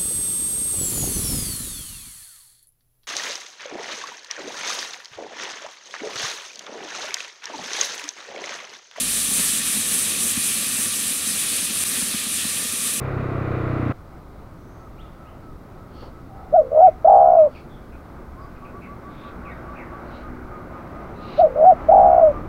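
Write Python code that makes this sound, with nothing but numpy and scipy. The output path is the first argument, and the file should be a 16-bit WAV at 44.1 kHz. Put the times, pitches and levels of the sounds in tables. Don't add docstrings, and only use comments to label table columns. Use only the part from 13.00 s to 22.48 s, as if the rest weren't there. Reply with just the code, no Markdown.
import sys
import numpy as np
from scipy import signal
from scipy.fft import rfft, irfft, next_fast_len
from scipy.io import wavfile
from scipy.ndimage import uniform_filter1d, minimum_filter1d, map_coordinates

SR = 44100
rng = np.random.default_rng(int(sys.argv[2]) if len(sys.argv) > 2 else 0)


def int16_out(signal):
    q = np.round(np.clip(np.atleast_2d(signal).T, -1, 1) * 32767)
    wavfile.write(sys.argv[1], SR, q.astype(np.int16))


N = 418068


def amp(db):
    return 10 ** (np.asarray(db) / 20)


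def unit(x):
    return x / np.sqrt(np.mean(x ** 2) + 1e-20)


def curves(rows, t):
    s, *cols = np.transpose(rows)
    return [np.interp(t, s, c) for c in cols]


def wobble(rate):
    return map_coordinates(rng.standard_normal(int(N * rate / SR) + 4), [np.arange(N) * rate / SR])


def filtered(x, response):
    m = next_fast_len(N + SR // 2)
    return irfft(rfft(x, m) * response(np.fft.rfftfreq(m, 1 / SR)), m)[:N]


def coloured(x, spectrum):
    f, db = np.transpose(spectrum)
    return unit(filtered(x, lambda hz: amp(np.interp(np.log(hz + 1), np.log(f), db))))


def noise(spectrum):
    return coloured(rng.standard_normal(N), spectrum)


def reverb(x, t60):
    t = np.arange(SR // 2) / SR
    tail = rng.standard_normal(len(t)) * amp(-60 * t / t60) * (1 - np.exp(-t / 0.023))
    return signal.fftconvolve(x, tail / np.linalg.norm(tail))[:N]


def town_bed(rumble_db=-47, hiss_db=-64.5):
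    # f/Hz, level/dB
    rumble_eq = [(30, -21.5), (60, -4.5), (100, -1.5), (150, -3), (230, -19), (400, -52), (900, -120)]
    hiss_eq = [(1000, -3.5), (4000, 6.5), (7000, -1), (11000, -2), (15500, 0.5)]
    return amp(rumble_db) * noise(rumble_eq) + amp(hiss_db) * noise(hiss_eq)


def far_traffic(t, drone_trim_db=3, rush_trim_db=9.5):
    # t/s, drone level/dB, rush level/dB
    rides = [(1.0, -51, -59.5), (1.26, -51, -59), (5.58, -47.5, -57), (6.93, -46, -50), (7.38, -46.5, -53),
             (9.1, -38.5, -46), (9.48, -38.5, -48.5)]
    # f/Hz, level/dB
    drone_eq = [(80, -11.5), (130, -4), (180, -2), (260, -2.5), (350, -5.5), (450, -7), (700, -50),
                (1500, -120)]
    rush_eq = [(210, -28.5), (350, 2.5), (390, -17), (526, 0.5), (729, -2), (996, -5.5), (1260, -3),
               (1720, -17), (2050, -15.5), (3160, -32.5), (5300, -43), (6150, -41), (6670, -50),
               (9000, -57.5), (11700, -85)]
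    drone_db, rush_db = curves(rides, t)
    drone = amp(drone_db + drone_trim_db + wobble(9)) * noise(drone_eq)
    rush = amp(rush_db + rush_trim_db + 0.87 * wobble(9.4)) * noise(rush_eq)
    return drone + rush


def passing_vehicle(t, nearest_s=6.95, hum_width_s=.9, tyres_width_s=.6, tyres_db=-48):
    # f/Hz, level/dB
    harmonics = [(61, -44.5), (122, -55.5), (183, -53.5), (244, -46), (305, -51.5), (366, -48)]
    # f/Hz, level/dB
    tyres_eq = [(700, -27), (1150, -5), (1500, 3.5), (1800, -13), (2200, -11.5), (3000, -37.5),
                (6000, -120)]
    shaft_time = np.cumsum(1 + .012 * wobble(4.3)) / SR
    hum = sum(amp(db + 2.9 * wobble(5)) * np.sin(2 * np.pi * hz * shaft_time) for hz, db in harmonics)
    nearness = lambda width: 1 / np.hypot(1, (t - nearest_s) / width)
    return nearness(hum_width_s) * hum + nearness(tyres_width_s) * amp(tyres_db) * noise(tyres_eq)


def wind(t, breeze_db=-45):
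    # t/s, half width/s, level over the breeze/dB
    gusts = [(4.8, .18, 5), (5.42, .22, 4), (7.15, .2, 3), (9.15, .7, 10)]
    # f/Hz, level/dB
    wind_eq = [(8, -9.5), (20, 3.5), (32, 3.5), (48, -2), (65, 2), (90, -4), (200, -31.5), (800, -120)]
    gust_db = sum(db * np.exp(-((t - s) / width) ** 2) for s, width, db in gusts)
    return amp(breeze_db + gust_db + 1.9 * wobble(5)) * noise(wind_eq)


def bird_notes(notes, t, arch, rough, wet_db, t60):
    song, waver = np.zeros(N), 1 + rough * wobble(700)
    for s, length, start_hz, end_hz, db in notes:
        now = (t > s) & (t < s + length)
        u = (t[now] - s) / length
        pitch = (start_hz + (end_hz - start_hz) * u) * (1 - arch * (2 * u - 1) ** 2) * waver[now]
        song[now] += amp(db) * np.sqrt(2 * np.sin(np.pi * u)) * np.sin(2 * np.pi * np.cumsum(pitch) / SR)
    return (song + amp(wet_db) * reverb(song, t60)) / np.hypot(1, amp(wet_db))


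def far_dove(t):
    # t/s, length/s, start f/Hz, end f/Hz, level/dB
    coo = [(3.29, .23, 770, 750, -43)]
    return bird_notes(coo, t, arch=0.013, rough=0.078, wet_db=-3.5, t60=.3)


def far_hoots(t, slowing_s=.022, duty=.52):
    # from t/s, until t/s, first spacing/s, f/Hz, glide/share of the pitch, level/dB
    runs = [(1.79, 2.52, .185, 1305, -.08, -50), (2.77, 3.45, .167, 1295, -.06, -53),
            (5.36, 5.48, .22, 1115, .1, -45), (5.615, 7.0, .116, 1150, .05, -42.5),
            (7.23, 7.3, .14, 1240, -.02, -42), (7.51, 8.3, .198, 1238, -.03, -43),
            (9.32, 9.42, .14, 1198, .02, -39)]
    notes = []
    for s, until, spacing, hz, glide, db in runs:
        while s < until:
            notes.append((s, duty * spacing, hz * (1 - glide / 2), hz * (1 + glide / 2), db))
            s, spacing = s + spacing, spacing + slowing_s
    return bird_notes(notes, t, arch=.04, rough=0.0043, wet_db=-10, t60=0.25)


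def small_birds(t, chirp_hz=2577, fall_hz_per_s=8900):
    # t/s, length/s, level/dB
    chirps = [(3.827, 0.078, -53), (4.373, 0.039, -54.5), (4.546, 0.036, -49), (4.918, .039, -57.5),
              (5.555, .037, -59), (5.647, 0.0242, -50.5), (5.809, 0.07, -48.5), (6.449, 0.1, -44),
              (6.756, 0.1, -43.5)]
    # t/s, length/s, start f/Hz, end f/Hz, level/dB
    whistles = [(1.55, 0.33, 6100, 6350, -71.5), (1.975, 0.057, 2200, 3990, -54),
                (2.24, .065, 2100, 3350, -60), (3.76, 0.13, 6150, 6250, -71.5),
                (4.38, .063, 4900, 4030, -68), (4.69, .091, 3615, 3220, -60), (5.41, .043, 4600, 5030, -64),
                (6.51, 0.023, 3700, 3820, -60)]
    falls = [(s, length, chirp_hz, chirp_hz - fall_hz_per_s * length, db) for s, length, db in chirps]
    hoarse = bird_notes(falls, t, arch=0, rough=.075, wet_db=-2, t60=.22)
    return hoarse + bird_notes(whistles, t, arch=0.057, rough=0.045, wet_db=-2, t60=0.46)


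def rasps(t, grain_db=1.0, wet_db=-10):
    # t/s, length/s, crest/share of the length, centre f/Hz, level/dB
    calls = [(2.898, 0.21, .6, 4470, -54), (4.496, .16, 0.45, 4500, -58), (6.032, .3, 0.84, 3600, -55),
             (7.025, .25, 0.56, 4040, -56), (8.132, 0.29, 0.99, 3970, -46)]
    # f/multiple of the centre, level/dB
    rasp_eq = [(0.301, -21.5), (0.549, -3.5), (.71, 2.5), (0.851, -6), (1, 4.5), (1.099, -4), (1.3, -14),
               (1.55, -22), (2.2, -42.5)]
    hisses = np.zeros(N)
    for s, length, crest, hz, db in calls:
        swell = np.interp((t - s) / length, [0, np.clip(crest, .1, .95), 1], [0, 1, 0])
        hisses += amp(db) * swell * noise([(hz * k, level) for k, level in rasp_eq])
    hisses *= amp(grain_db * wobble(150))
    return hisses + amp(wet_db) * reverb(hisses, t60=0.2)


def scuff(t, start_s=3.022, db=-39, t60=0.33):
    # f/Hz, level/dB
    scuff_eq = [(150, -40), (400, 0), (700, -6), (1000, -8), (2000, -25), (6000, -80)]
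    age = np.maximum(0, t - start_s)
    return amp(db - 60 * age / t60) * np.minimum(1, age / .002) * noise(scuff_eq)


def engine(t, end_s=0.925, firing_hz=33.31, slowing_hz_per_s=3.5, bark_width_hz=62, throb=0.026):
    # f/Hz, width/Hz, level/dB
    modes = [(65, 9, 1), (95, 15, 4), (120.2, 14, 11), (520, 180, -22)]
    # t/s, centre f/Hz, level over the thump/dB
    bark_path = [(0, 358, -8), (.45, 330, -4), (.7, 314, -2.5), (.925, 258, 0)]
    # f/Hz, level/dB
    clatter_eq = [(300, -8), (520, -8.5), (660, -11), (760, -15), (980, -17.5), (1130, -10.5), (1500, -15),
                  (1720, -23.5), (2080, -22.5), (2450, -24.5), (3050, -39.5), (3780, -38), (5400, -54),
                  (9000, -62), (13000, -94.5)]
    running_s = np.minimum(t, end_s)
    rate = firing_hz - slowing_hz_per_s * running_s
    cycles = np.cumsum(rate) / SR + .5
    firings = np.diff(np.floor(cycles), prepend=0) * amp(.7 * wobble(29))
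    pipe = lambda f: sum(amp(db) * 1j * f * w / (hz * hz - f * f + 1j * f * w) for hz, w, db in modes)
    thump = unit(filtered(firings, lambda f: pipe(f) / (1 + 1j * f / 420) ** 2))
    centre_hz, bark_db = curves(bark_path, t)
    formant = lambda f: np.exp(-((f - centre_hz) / bark_width_hz) ** 2 / 2)
    cluster = sum(formant(k * rate) * np.cos(2 * np.pi * k * cycles) for k in range(6, 16))
    bark = amp(bark_db + wobble(24.9)) * unit(cluster)
    casing = coloured(reverb(firings, t60=0.13), clatter_eq)
    rattle = noise(clatter_eq) * (1 + throb * np.cos(2 * np.pi * (cycles - .15)))
    clatter = unit(rattle + amp(-1) * casing)
    thump_db, clatter_db = -28 + 2 * running_s, -31 + 2.5 * running_s
    gate = np.clip((end_s - t) / .002, 0, 1)
    return gate * (amp(thump_db) * (thump + bark) + amp(clatter_db) * clatter)


def breath(tune, age, full_hz=561.6, fade_db_per_hz=0.35, unity_hz=746, swell_db_per_hz=0.05):
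    pitch, = curves(tune, age)
    db = swell_db_per_hz * (pitch - unity_hz) - fade_db_per_hz * np.maximum(0, full_hz - pitch)
    gate = np.clip(np.minimum(age, tune[-1][0] - age) / 0.002, 0, 1)
    return pitch, amp(db) * gate


def syrinx(pitch, level, second_db=-30, third_db=-46, throat_hz=680):
    phase = 2 * np.pi * np.cumsum(pitch) / SR
    overtones = amp(second_db) * np.sin(2 * phase) + amp(third_db) * np.sin(3 * phase)
    return np.sqrt(2) * level * (np.sin(phase) + overtones / (1 + (pitch / throat_hz) ** 6))


def plain_coo(tune, age, steady_hz, flutter_hz, slack_s=0.18, depth=0.74, bend=0.067, rasp=.14):
    pitch, level = breath(tune, age)
    flutter = np.clip((steady_hz - pitch) / 75, 0, 1) * np.clip((slack_s - age) / 0.011, 0, 1)
    beat = 2 * np.pi * np.cumsum(flutter_hz * (1 + .15 * wobble(50)) * (age > 0)) / SR
    level = level * (1 + depth * flutter * np.sin(beat)) * (1 + rasp * flutter * wobble(600))
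    return syrinx(pitch * (1 - bend * flutter * np.cos(beat)), level)


def rolled_coo(age, attack_s=0.024, release_s=0.068, trill_end_s=0.369, rasp=0.058):
    # t/s into the note, f/Hz
    tune = [(0, 610), (.011, 667), (.022, 674), (.031, 770), (.125, 755.3), (.22, 724), (.32, 703),
            (.35, 640), (.42, 588), (.44, 534)]
    # t/s into the note, pulse rate/Hz, sweep at full depth/share of the pitch
    trill = [(0, 39, .25), (.035, 45, .7), (.135, 62, .72), (.195, 73, .4), (.23, 66, .3), (.285, 60, .3)]
    pitch, level = breath(tune, age)
    rate, sweep = curves(trill, age)
    depth = np.clip(np.minimum(age / attack_s, (trill_end_s - age) / release_s), .24, 1)
    cycle = np.cumsum(rate * (1 + .05 * wobble(45)) * (age > 0)) / SR % 1
    opening, closing = cycle / .34, (1 - cycle) / .86
    valve = np.sin(np.pi / 2 * np.minimum(opening, closing)) ** .8
    glide = 1 + depth * sweep * (cycle ** .25 - .5 ** .25) + .006 * wobble(80)
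    level = level * amp(0.99 * wobble(60)) * (1 - depth + depth * valve) * (1 + rasp * wobble(1100))
    return syrinx(pitch * glide, level)


def dove(t, rise_db=2, roll_db=1, build_s=0.13, build_db=9.5, muffle_hz=1700, porch_db=-29):
    # hoot t/s, rising coo t/s, rolled coo t/s, base level/dB
    phrases = [(3.521, 3.704, 4.045, -6.5), (8.374, 8.542, 8.885, -6.5)]
    # t/s into the note, f/Hz
    hoot = [(0, 480), (.012, 569), (.026, 686.4), (.044, 739), (.058, 649.5), (.082, 600), (.105, 532),
            (.18, 506)]
    rise = [(0, 520), (.02, 569.6), (.055, 615), (.095, 642), (.122, 733), (.148, 757), (.168, 728),
            (.18, 657), (.188, 496)]
    # delay/s, share of the pressure
    walls = [(.00632, .45), (.01102, .18), (.0165, -.08), (.0287, .03)]
    voice = np.zeros(N)
    for hoot_s, rise_s, roll_s, db in phrases:
        fade_in_db = build_db * (np.clip((t - rise_s) / build_s, 0, 1) - 1)
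        voice += amp(db) * plain_coo(hoot, t - hoot_s, steady_hz=618, flutter_hz=57.5)
        rising = plain_coo(rise, t - rise_s, steady_hz=732, flutter_hz=74.5)
        voice += amp(db + rise_db + fade_in_db) * rising
        voice += amp(db + roll_db) * rolled_coo(t - roll_s)
    voice = filtered(voice, lambda hz: 1 / (1 + (hz / muffle_hz) ** 6) / (1 + (430 / (hz + 1)) ** 10))
    echoes = sum(share * np.interp(t - delay, t, voice) for delay, share in walls)
    return voice + echoes + amp(porch_db) * reverb(voice, t60=.22)


def scene():
    t = np.arange(N) / SR
    front = dove(t) + engine(t)
    birds = far_dove(t) + far_hoots(t) + small_birds(t) + rasps(t)
    garden = wind(t) + far_traffic(t) + passing_vehicle(t) + town_bed()
    return (front + birds + garden + scuff(t))[None]


def record(dry):
    ceiling, top_hz = .79, 15850
    needed = np.minimum(1, ceiling / (np.abs(dry[0]) + 1e-9))
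    held = minimum_filter1d(needed, size=400)
    gain = uniform_filter1d(uniform_filter1d(held, size=200), size=200)
    return filtered(dry[0] * gain, lambda hz: hz < top_hz)[None]


dry = scene()
out = record(dry)
int16_out(out)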